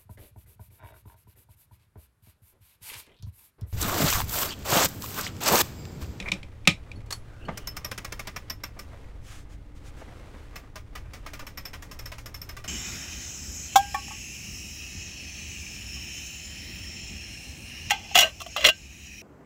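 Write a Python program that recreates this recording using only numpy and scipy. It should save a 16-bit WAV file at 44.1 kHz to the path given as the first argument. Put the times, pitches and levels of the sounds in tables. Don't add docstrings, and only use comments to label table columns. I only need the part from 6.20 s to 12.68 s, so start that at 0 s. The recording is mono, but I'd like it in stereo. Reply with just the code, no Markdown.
import sys
import numpy as np
from scipy.fft import rfft, irfft, next_fast_len
from scipy.io import wavfile
from scipy.ndimage import map_coordinates

SR = 44100
rng = np.random.default_rng(int(sys.argv[2]) if len(sys.argv) > 2 else 0)


def inscribe(sig):
    pcm = np.round(np.clip(np.atleast_2d(sig).T, -1, 1) * 32767)
    wavfile.write(sys.argv[1], SR, pcm.astype(np.int16))


N = 285703
TIME = np.arange(N) / SR
AGE_S = np.arange(SR // 3) / SR
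BLOW = AGE_S < 1 / 40
TOP_HZ = 16000

# frequency in Hz, correlation.
LIKENESS = [(25, 0.15), (120, 0.9), (1200, .8), (2500, 0.35), (4400, -.4), (8000, 0.11), (15000, 0.014)]

# frequency in Hz, level in dB.
AIR_COLOUR = [(12, -36), (20, -5.5), (32, -6.5), (116, -1.5), (248, -29.5), (293, -5), (328, -33),
              (738, -40), (802, -22.5), (1660, -50.5), (2080, -28.5), (2320, -46), (3340, -43.5),
              (4670, -58.5), (16000, -60.5)]
# frequency in Hz, level in dB.
RUMBLE_COLOUR = [(20, 2.5), (45, 0.0), (100, -4.5), (150, -12.5), (320, -22), (700, -32.0), (3000, -86.5)]
RUMBLE_DB, RUMBLE_SWAY_DB = -45, 0.9
# start in seconds, length in seconds, level in dB.
LOW_SWELLS = [(.465, .07, -35), (0.735, 0.093, -39), (5.15, 0.93, -51)]
# frequency in Hz, level in dB.
HUM_NOTES = [(49, -51), (75.5, -52), (294, -69)]
# time in seconds, level in dB.
DRONE_LEVEL = [(0.0, -59), (0.03, -48.5), (1.46, -49), (1.91, -48.5), (3.57, -67), (4.49, -53.5),
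               (6.48, -52)]
DRONE_HZ = 111.9

# start in seconds, length in seconds, level in dB.
GEAR_SWELLS = [(-.12, 0.36, -47.5), (.1, 1, -59.5), (0.894, 1, -54.5), (1.55, 0.97, -57), (2.449, 0.6, -56),
               (3.546, 1, -52.5), (4.64, 0.76, -58), (5.255, 1, -59), (6.038, 0.58, -58.5)]
IDLE_DB = -62
# frequency in Hz, level in dB.
WHIRR_COLOUR = [(120, -33.5), (200, -5.5), (299, -5.5), (366, -4.5), (465, -4.5), (647, -11.5), (1270, -13),
                (1710, -14.5), (2210, -16.5), (4270, -20.5), (7680, -27.5), (16000, -39)]
# centre in Hz, width in Hz, lift in dB.
DRUM_BODY = [(600, 170, 3), (1026, 50, -1.5), (1200, 60, 1.5), (1443, 13, -0.5), (1603, 17, 1),
             (1927, 70, 2), (2153, 54, 1), (2400, 84, -1), (2680, 33, 0.5), (3500, 32, -2.5)]

# time in seconds, level in dB.
KNOCKS = [(0.0004, -19), (0.0248, -29.5), (0.0852, -24.5), (0.1173, -8.5), (0.1366, -24.5), (0.23, -30.5),
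          (0.317, -52), (0.452, -34.5), (0.4734, 6), (0.636, -48), (0.7155, -32), (0.804, -44)]
# frequency in Hz, level in dB.
KNOCK_COLOUR = [(100, -26), (200, -9.5), (370, -21), (600, -16), (1200, -20.5), (1700, -18), (2400, 3.5),
                (2840, -9.5), (3600, -6), (4800, -15), (5400, -12), (6100, -18), (7800, -19.5),
                (10000, -31), (16000, -42)]
# frequency in Hz, level in dB, t60 in seconds.
HANDLE_MODES = [(1246, -10, 0.11), (2240, -7, 0.1), (2300, -7, 0.11), (2490, -3.5, 0.099),
                (2480, -5, 0.097), (2580, -8, 0.13), (2943, -13.5, 0.17), (3240, -14.5, .12),
                (3500, -8.5, 0.13), (3900, -12.5, 0.17), (3970, -10.5, 0.13), (5280, -12.5, 0.15),
                (5300, -13.5, 0.1), (6800, -22.5, 0.15), (7400, -18, 0.063)]
# frequency in Hz, level in dB, t60 in seconds.
DECK_MODES = [(153, -5, 0.11), (177, -2.5, 0.14), (197.3, 0, 0.13), (230, -10.5, 0.033),
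              (310.2, -4.5, 0.12), (561, -9.5, 0.12), (815, -20.5, .1)]
DECK_DB, DECK_DB_PER_KNOCK_DB = -27.5, 0.77
KNOCK_ECHO_DB, KNOCK_PAN_DB = -13, -0.5
# time in seconds, level in dB.
SQUEAK_LEVEL = [(.055, -67), (.061, -31), (.072, -39), (.086, -32), (.096, -39), (.11, -73)]
# frequency in Hz, level in dB.
SQUEAK_COLOUR = [(300, -21.5), (1700, -14.5), (2150, 0), (2290, 1.5), (2440, -1), (2600, -24), (5000, -34),
                 (16000, -50)]

# time in seconds, level in dB.
CLUNKS = [(1.283, -19.5), (1.304, -40), (2.566, -38), (2.732, -39.5), (3.812, -33.5), (3.877, -38),
          (4.142, -38), (4.435, -40.5), (5.03, -45), (5.224, -37)]
# frequency in Hz, level in dB.
CLUNK_COLOUR = [(88, -33), (150, 3), (394, -10), (522, -0.5), (1100, -9), (1220, -4.5), (1350, -13.5),
                (2040, -12), (2370, -18.5), (8000, -43), (10400, -72), (17600, -120)]
SCUFFS_PER_S, SCUFF_DB, SCUFF_SPREAD_DB = 12, 8.5, 1

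# time in seconds, snap level in dB, ping level in dB.
LOCK_CATCHES = [(0.758, -57, -56), (0.8598, -48, -67), (0.9057, -19.5, -57), (0.924, -18.5, -32.5),
                (1.2508, -47, -56)]
# frequency in Hz, level in dB, t60 in seconds.
LOCK_MODES = [(4380, 7, 0.08), (4480, 1, 0.071), (6550, -5, 0.053), (10670, -8, 0.082), (11000, -15, 0.23)]
# frequency in Hz, level in dB.
LOCK_COLOUR = [(180, -43.5), (300, -12), (1230, -6.5), (2610, -11), (4440, -8), (5160, -7.5), (8500, -10),
               (9880, -17), (11100, -16), (16000, -24)]

# start in seconds, length in seconds, first Hz, last Hz, level in dB.
BEARING_NOTES = [(1.035, 0.31, 1470, 1510, -58.5), (1.185, 0.23, 287, 180, -45),
                 (1.198, 0.092, 2580, 2960, -54), (1.284, 0.29, 2920, 3050, -58),
                 (1.494, .16, 1190, 1170, -56), (4.823, 0.1, 1580, 1620, -64),
                 (4.83, 0.084, 2410, 2500, -63)]

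# time in seconds, clack level in dB, ring level in dB.
PAWL_DROPS = [(1.374, -29.5, -51), (1.472, -28, -31), (1.566, -26.5, -39), (1.646, -24, -29),
              (1.714, -23.5, -46), (1.778, -25, -59), (1.847, -24.5, -51), (1.923, -24.5, -39.5),
              (1.994, -26, -51), (2.072, -23, -45), (2.162, -23.5, -41), (2.299, -26.5, -27.5),
              (2.436, -26, -35), (2.591, -32, -42.5), (4.357, -31, -43), (4.557, -30.5, -60),
              (4.753, -29.5, -51.5), (4.935, -32, -53), (5.062, -30.5, -65), (5.134, -31.5, -50),
              (5.193, -30.5, -48), (5.267, -33, -40.5), (5.374, -30.5, -34.5), (5.453, -32, -34),
              (5.533, -31.5, -48), (5.623, -36, -55), (5.713, -37, -45), (5.79, -35, -38.5),
              (5.857, -34, -37.5), (5.918, -30.5, -63), (5.982, -36.5, -71), (6.059, -35.5, -41.5),
              (6.143, -36.5, -35), (6.215, -38, -34.5), (6.29, -33.5, -39), (6.367, -32.5, -50),
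              (6.441, -32.5, -47)]
# frequency in Hz, level in dB, t60 in seconds.
PAWL_MODES = [(4910, -8, 0.047), (5265, -2, 0.12), (5390, -1, 0.065), (5550, 1.5, 0.052),
              (5560, -24, 0.031), (5910, -15, 0.056)]
# frequency in Hz, level in dB, t60 in seconds.
PAWL_OVERTONES = [(12000, 13, 0.095), (11800, 1, 0.055), (12500, -11, 0.046), (12200, -9.5, .035)]
# frequency in Hz, level in dB.
CLACK_COLOUR = [(150, -25), (400, -5.5), (700, -6), (1200, -0.5), (2300, -1.5), (3200, -4), (4200, -7),
                (5500, -7), (8000, -31)]
# frequency in Hz, level in dB.
SNAP_COLOUR = [(2500, -20.5), (4300, -1.5), (5200, 5.5), (6500, 3.5), (8000, -2.5), (10500, -5),
               (12000, -5), (13500, -7), (16000, -4)]
# time in seconds, distance in m.
DISTANCE = [(1.9, 0.25), (2.6, 0.48), (4.36, .75), (4.75, 0.78), (6.4, 1.02)]
NEAR_M = 0.35
SNAP_DB, ECHO_DB = -38, -10
CLACK_DB, RING_DB, THUMP_DB = -9.5, -6, -25
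CHATTER_DB = 1.3
OVERTONE_DB, OVERTONE_MOST_DB, OVERTONE_SPREAD_DB = -12.5, -43.5, 0.5
DETUNE = 0.0035

# start in seconds, length in seconds, level in dB.
SWISHES = [(3.005, .25, -49), (3.281, 0.094, -58), (3.539, 0.064, -59), (3.629, 0.091, -53),
           (3.752, 0.094, -56.5)]
# frequency in Hz, level in dB.
SLEEVE_COLOUR = [(410, -41), (700, -3.5), (910, -13), (1210, -4), (4670, -8.5), (6650, -8), (14000, -23),
                 (16000, -26)]

# frequency in Hz, level in dB.
DRAUGHT_COLOUR = [(12, -7.5), (25, 0.5), (45, -5.5), (90, -19), (400, -59.5)]


def amp(db):
    return 10 ** (np.asarray(db) / 20)


def unit(x):
    return x / np.sqrt(np.mean(x ** 2) + 1e-20)


def along(points, hz):
    f, v = np.transpose(points)
    return np.interp(np.log(hz + 1), np.log(f + 1), v)


def curve(rows, t_s=TIME):
    return np.interp(t_s, *np.transpose(rows))


def wobble(knots_per_s, size=N):
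    knots = rng.standard_normal(int(size * knots_per_s / SR) + 4)
    return map_coordinates(knots, [np.arange(size) * knots_per_s / SR])


def swell(start_s, length_s, steep):
    share = (TIME - start_s) / length_s
    return np.abs(np.sin(np.pi * share)) ** steep * (share > 0) * (share < 1)


def add(track, start_s, sound):
    start = max(round(start_s * SR), 0)
    room = track[:, start:start + sound.shape[1]]
    room += sound[:, :room.shape[1]]


def noise(colour, size=N, body=()):
    m = next_fast_len(size)
    hz = np.fft.rfftfreq(m, 1 / SR)
    lift = sum(amp(db) / (1 + (2 * (hz - centre) / width) ** 2) for centre, width, db in body)
    gain = amp(along(colour, hz)) * (1 + lift)
    turn = np.arccos(np.clip(along(LIKENESS, hz), -1, 1)) / 2
    spectra = rfft(rng.standard_normal((2, m))) * gain * [np.cos(turn), np.sin(turn)]
    mid, side = irfft(spectra, m)[:, :size]
    return unit(np.array([mid + side, mid - side]))


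def contact(colour, rise_s, hold_s, t60_s, echo_db, echo_t60_s, body=()):
    after_s = np.maximum(AGE_S - hold_s, 0)
    direct = amp(-60 * after_s / t60_s)
    echo = amp(echo_db - 60 * after_s / echo_t60_s)
    attack = 1 - np.exp(-AGE_S / rise_s)
    return noise(colour, size=len(AGE_S), body=body) * np.hypot(direct, echo) * attack


def ring(modes, rise_s, blur):
    out = np.zeros((2, len(AGE_S)))
    for hz, db, t60_s in modes:
        apart = np.arccos(np.clip(along(LIKENESS, hz), -1, 1)) * rng.normal() / 2
        phase = 2 * np.pi * (hz * AGE_S + rng.random()) + np.array([[apart], [-apart]])
        scatter = np.array([wobble(200, len(AGE_S)) + 1j * wobble(200, len(AGE_S)) for ear in "LR"])
        level = amp(db + rng.normal(0, 2.5) - 60 * AGE_S / t60_s)
        out += level * np.real((1 + blur * scatter) * np.exp(1j * phase))
    out *= 1 - np.exp(-AGE_S / rise_s)
    return out / np.std(out[:, BLOW])


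def marina():
    level = amp(RUMBLE_DB + RUMBLE_SWAY_DB * wobble(2.1))
    level = level + sum(amp(db) * swell(s, length_s, steep=1.2) for s, length_s, db in LOW_SWELLS)
    rumble = level * noise(RUMBLE_COLOUR)
    air = amp(-52.5) * noise(AIR_COLOUR)
    hum = np.zeros(N)
    for hz, db in HUM_NOTES + [(DRONE_HZ, curve(DRONE_LEVEL))]:
        waver = amp(db + 1.5 + 2 * np.tanh(wobble(2.7)))
        hum += waver * np.sin(2 * np.pi * hz * TIME + 1.2 * wobble(4))
    return rumble + air + hum


def gear_gain():
    swells = sum((amp(db) * swell(s, length_s, steep=0.69)) ** 2 for s, length_s, db in GEAR_SWELLS)
    return np.sqrt(amp(IDLE_DB) ** 2 + swells)


def gears():
    unevenness = amp(2.5 * np.tanh(wobble(45)) + 7 * np.tanh(wobble(260)))
    grains = unevenness * noise(WHIRR_COLOUR, body=DRUM_BODY)
    rub = amp(1.2 * wobble(25)) * noise(WHIRR_COLOUR)
    return gear_gain() * (amp(-3.5) * unit(grains) + amp(-2) * unit(rub))


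def handle():
    squeaking = (TIME > SQUEAK_LEVEL[0][0]) * (TIME < SQUEAK_LEVEL[-1][0])
    out = amp(curve(SQUEAK_LEVEL)) * squeaking * noise(SQUEAK_COLOUR)
    for s, db in KNOCKS:
        crack = contact(KNOCK_COLOUR, rise_s=0.00041, hold_s=0.003, t60_s=0.017,
                        echo_db=KNOCK_ECHO_DB, echo_t60_s=0.14)
        steel = ring(HANDLE_MODES, rise_s=0.001, blur=0.3)
        add(out, s, amp(db - 9) * crack + amp(db - 32) * steel)
        thump = ring(DECK_MODES, rise_s=0.0034, blur=0.31)
        add(out, s + 0.0027, amp(DECK_DB + DECK_DB_PER_KNOCK_DB * db) * thump)
    return out * amp([[KNOCK_PAN_DB], [-KNOCK_PAN_DB]])


def take_up():
    out = np.zeros((2, N))
    scuffs_s = rng.uniform(0, N / SR, round(SCUFFS_PER_S * N / SR))
    gear_db = 20 * np.log10(np.interp(scuffs_s, TIME, gear_gain()))
    scuffs_db = gear_db + SCUFF_DB + SCUFF_SPREAD_DB * rng.uniform(-1, 1, len(scuffs_s))
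    for s, db in [*CLUNKS, *zip(scuffs_s, scuffs_db)]:
        clunk = contact(CLUNK_COLOUR, rise_s=0.0006, hold_s=0.01, t60_s=0.055,
                        echo_db=-2.5, echo_t60_s=0.15)
        add(out, s, amp(db - 12) * clunk)
    return out


def lock():
    out = np.zeros((2, N))
    for s, db, ping_db in LOCK_CATCHES:
        snap = contact(LOCK_COLOUR, rise_s=0.00079, hold_s=0.0046, t60_s=0.034,
                       echo_db=-9, echo_t60_s=0.15)
        ping = ring(LOCK_MODES, rise_s=0.0012, blur=0.36)
        add(out, s, amp(db - 11.5) * snap + amp(ping_db - 4) * ping)
    return out


def bearing():
    out = np.zeros(N)
    for s, length_s, first_hz, last_hz, db in BEARING_NOTES:
        glide_hz = np.interp(TIME, [s, s + length_s], [first_hz, last_hz])
        pitch_hz = glide_hz + 150 * wobble(600)
        level = amp(db + 2.7 * wobble(150)) * swell(s, length_s, steep=0.9)
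        out += level * np.sin(2 * np.pi * np.cumsum(pitch_hz) / SR)
    return out


def seated(modes):
    return [(hz * (1 + DETUNE * rng.normal()), db, t60_s) for hz, db, t60_s in modes]


def ratchet():
    out = np.zeros((2, N))
    for s, db, ring_db in PAWL_DROPS:
        far_db = 20 * np.log10(curve(DISTANCE, s) / NEAR_M)
        echo_db = ECHO_DB + far_db

        scrape = contact(CLACK_COLOUR, rise_s=0.0069, hold_s=0.005, t60_s=0.083,
                         echo_db=-16, echo_t60_s=0.1, body=DRUM_BODY)
        add(out, s - rng.uniform(0.013, 0.041), amp(db - 28.5 + rng.normal(0, 2.74)) * scrape)

        clack = contact(CLACK_COLOUR, rise_s=0.0014, hold_s=0.0056, t60_s=0.052,
                        echo_db=echo_db + 3.5, echo_t60_s=0.15, body=DRUM_BODY)
        snap = contact(SNAP_COLOUR, rise_s=0.0009, hold_s=0.0048, t60_s=0.024,
                       echo_db=echo_db, echo_t60_s=0.17)
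        clack_gain = amp(db + CLACK_DB) / np.hypot(1, amp(echo_db))
        click = clack_gain * clack + amp(SNAP_DB - far_db) * snap
        click *= unit(amp(CHATTER_DB * wobble(503, size=len(AGE_S))))
        add(out, s - 0.001, click)
        add(out, s + rng.uniform(0.000974, 0.005), 0.5 * click)

        thump = ring(DECK_MODES, rise_s=0.0044, blur=0.58)
        add(out, s + 0.0021, amp(db + THUMP_DB) * thump)
        pawl = ring(seated(PAWL_MODES), rise_s=0.0021, blur=0.87)
        add(out, s, amp(ring_db + RING_DB) * pawl)
        overtone_db = min(ring_db + OVERTONE_DB, OVERTONE_MOST_DB) + rng.normal(0, OVERTONE_SPREAD_DB)
        overtone = ring(seated(PAWL_OVERTONES), rise_s=0.0009, blur=0.54)
        add(out, s, amp(overtone_db) * overtone)
    return out


def sleeve():
    moving = sum(amp(db) * swell(s, length_s, steep=1.35) for s, length_s, db in SWISHES)
    return moving * amp(0.77 * wobble(70)) * noise(SLEEVE_COLOUR)


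def scene():
    return marina() + gears() + handle() + take_up() + lock() + bearing() + ratchet() + sleeve()


def microphones(dry, corner_hz, left_db, bass_db, leak):
    m = next_fast_len(N + SR // 2)
    hz = np.fft.rfftfreq(m, 1 / SR)
    treble = 1j * hz / (corner_hz + 1j * hz)
    left = amp(left_db) * (treble + 1j * leak)
    right = treble + amp(bass_db) * (1 - treble)
    return irfft(rfft(dry, m) * [left, right], m)[:, :N]


def record(dry):
    x = microphones(dry, corner_hz=1100, left_db=2.5, bass_db=5.5, leak=0.053)
    draught = noise(DRAUGHT_COLOUR)[0]
    x[0] += amp(-49.5 + 2 * np.tanh(wobble(2.2))) * draught
    m = next_fast_len(N + SR // 2)
    hz = np.fft.rfftfreq(m, 1 / SR)
    band = np.clip((TOP_HZ - hz) / 500 + 0.5, 0, 1) ** 2
    return irfft(rfft(np.clip(x, -1, 1), m) * band, m)[:, :N]


dry = scene()
out = record(dry)
inscribe(out)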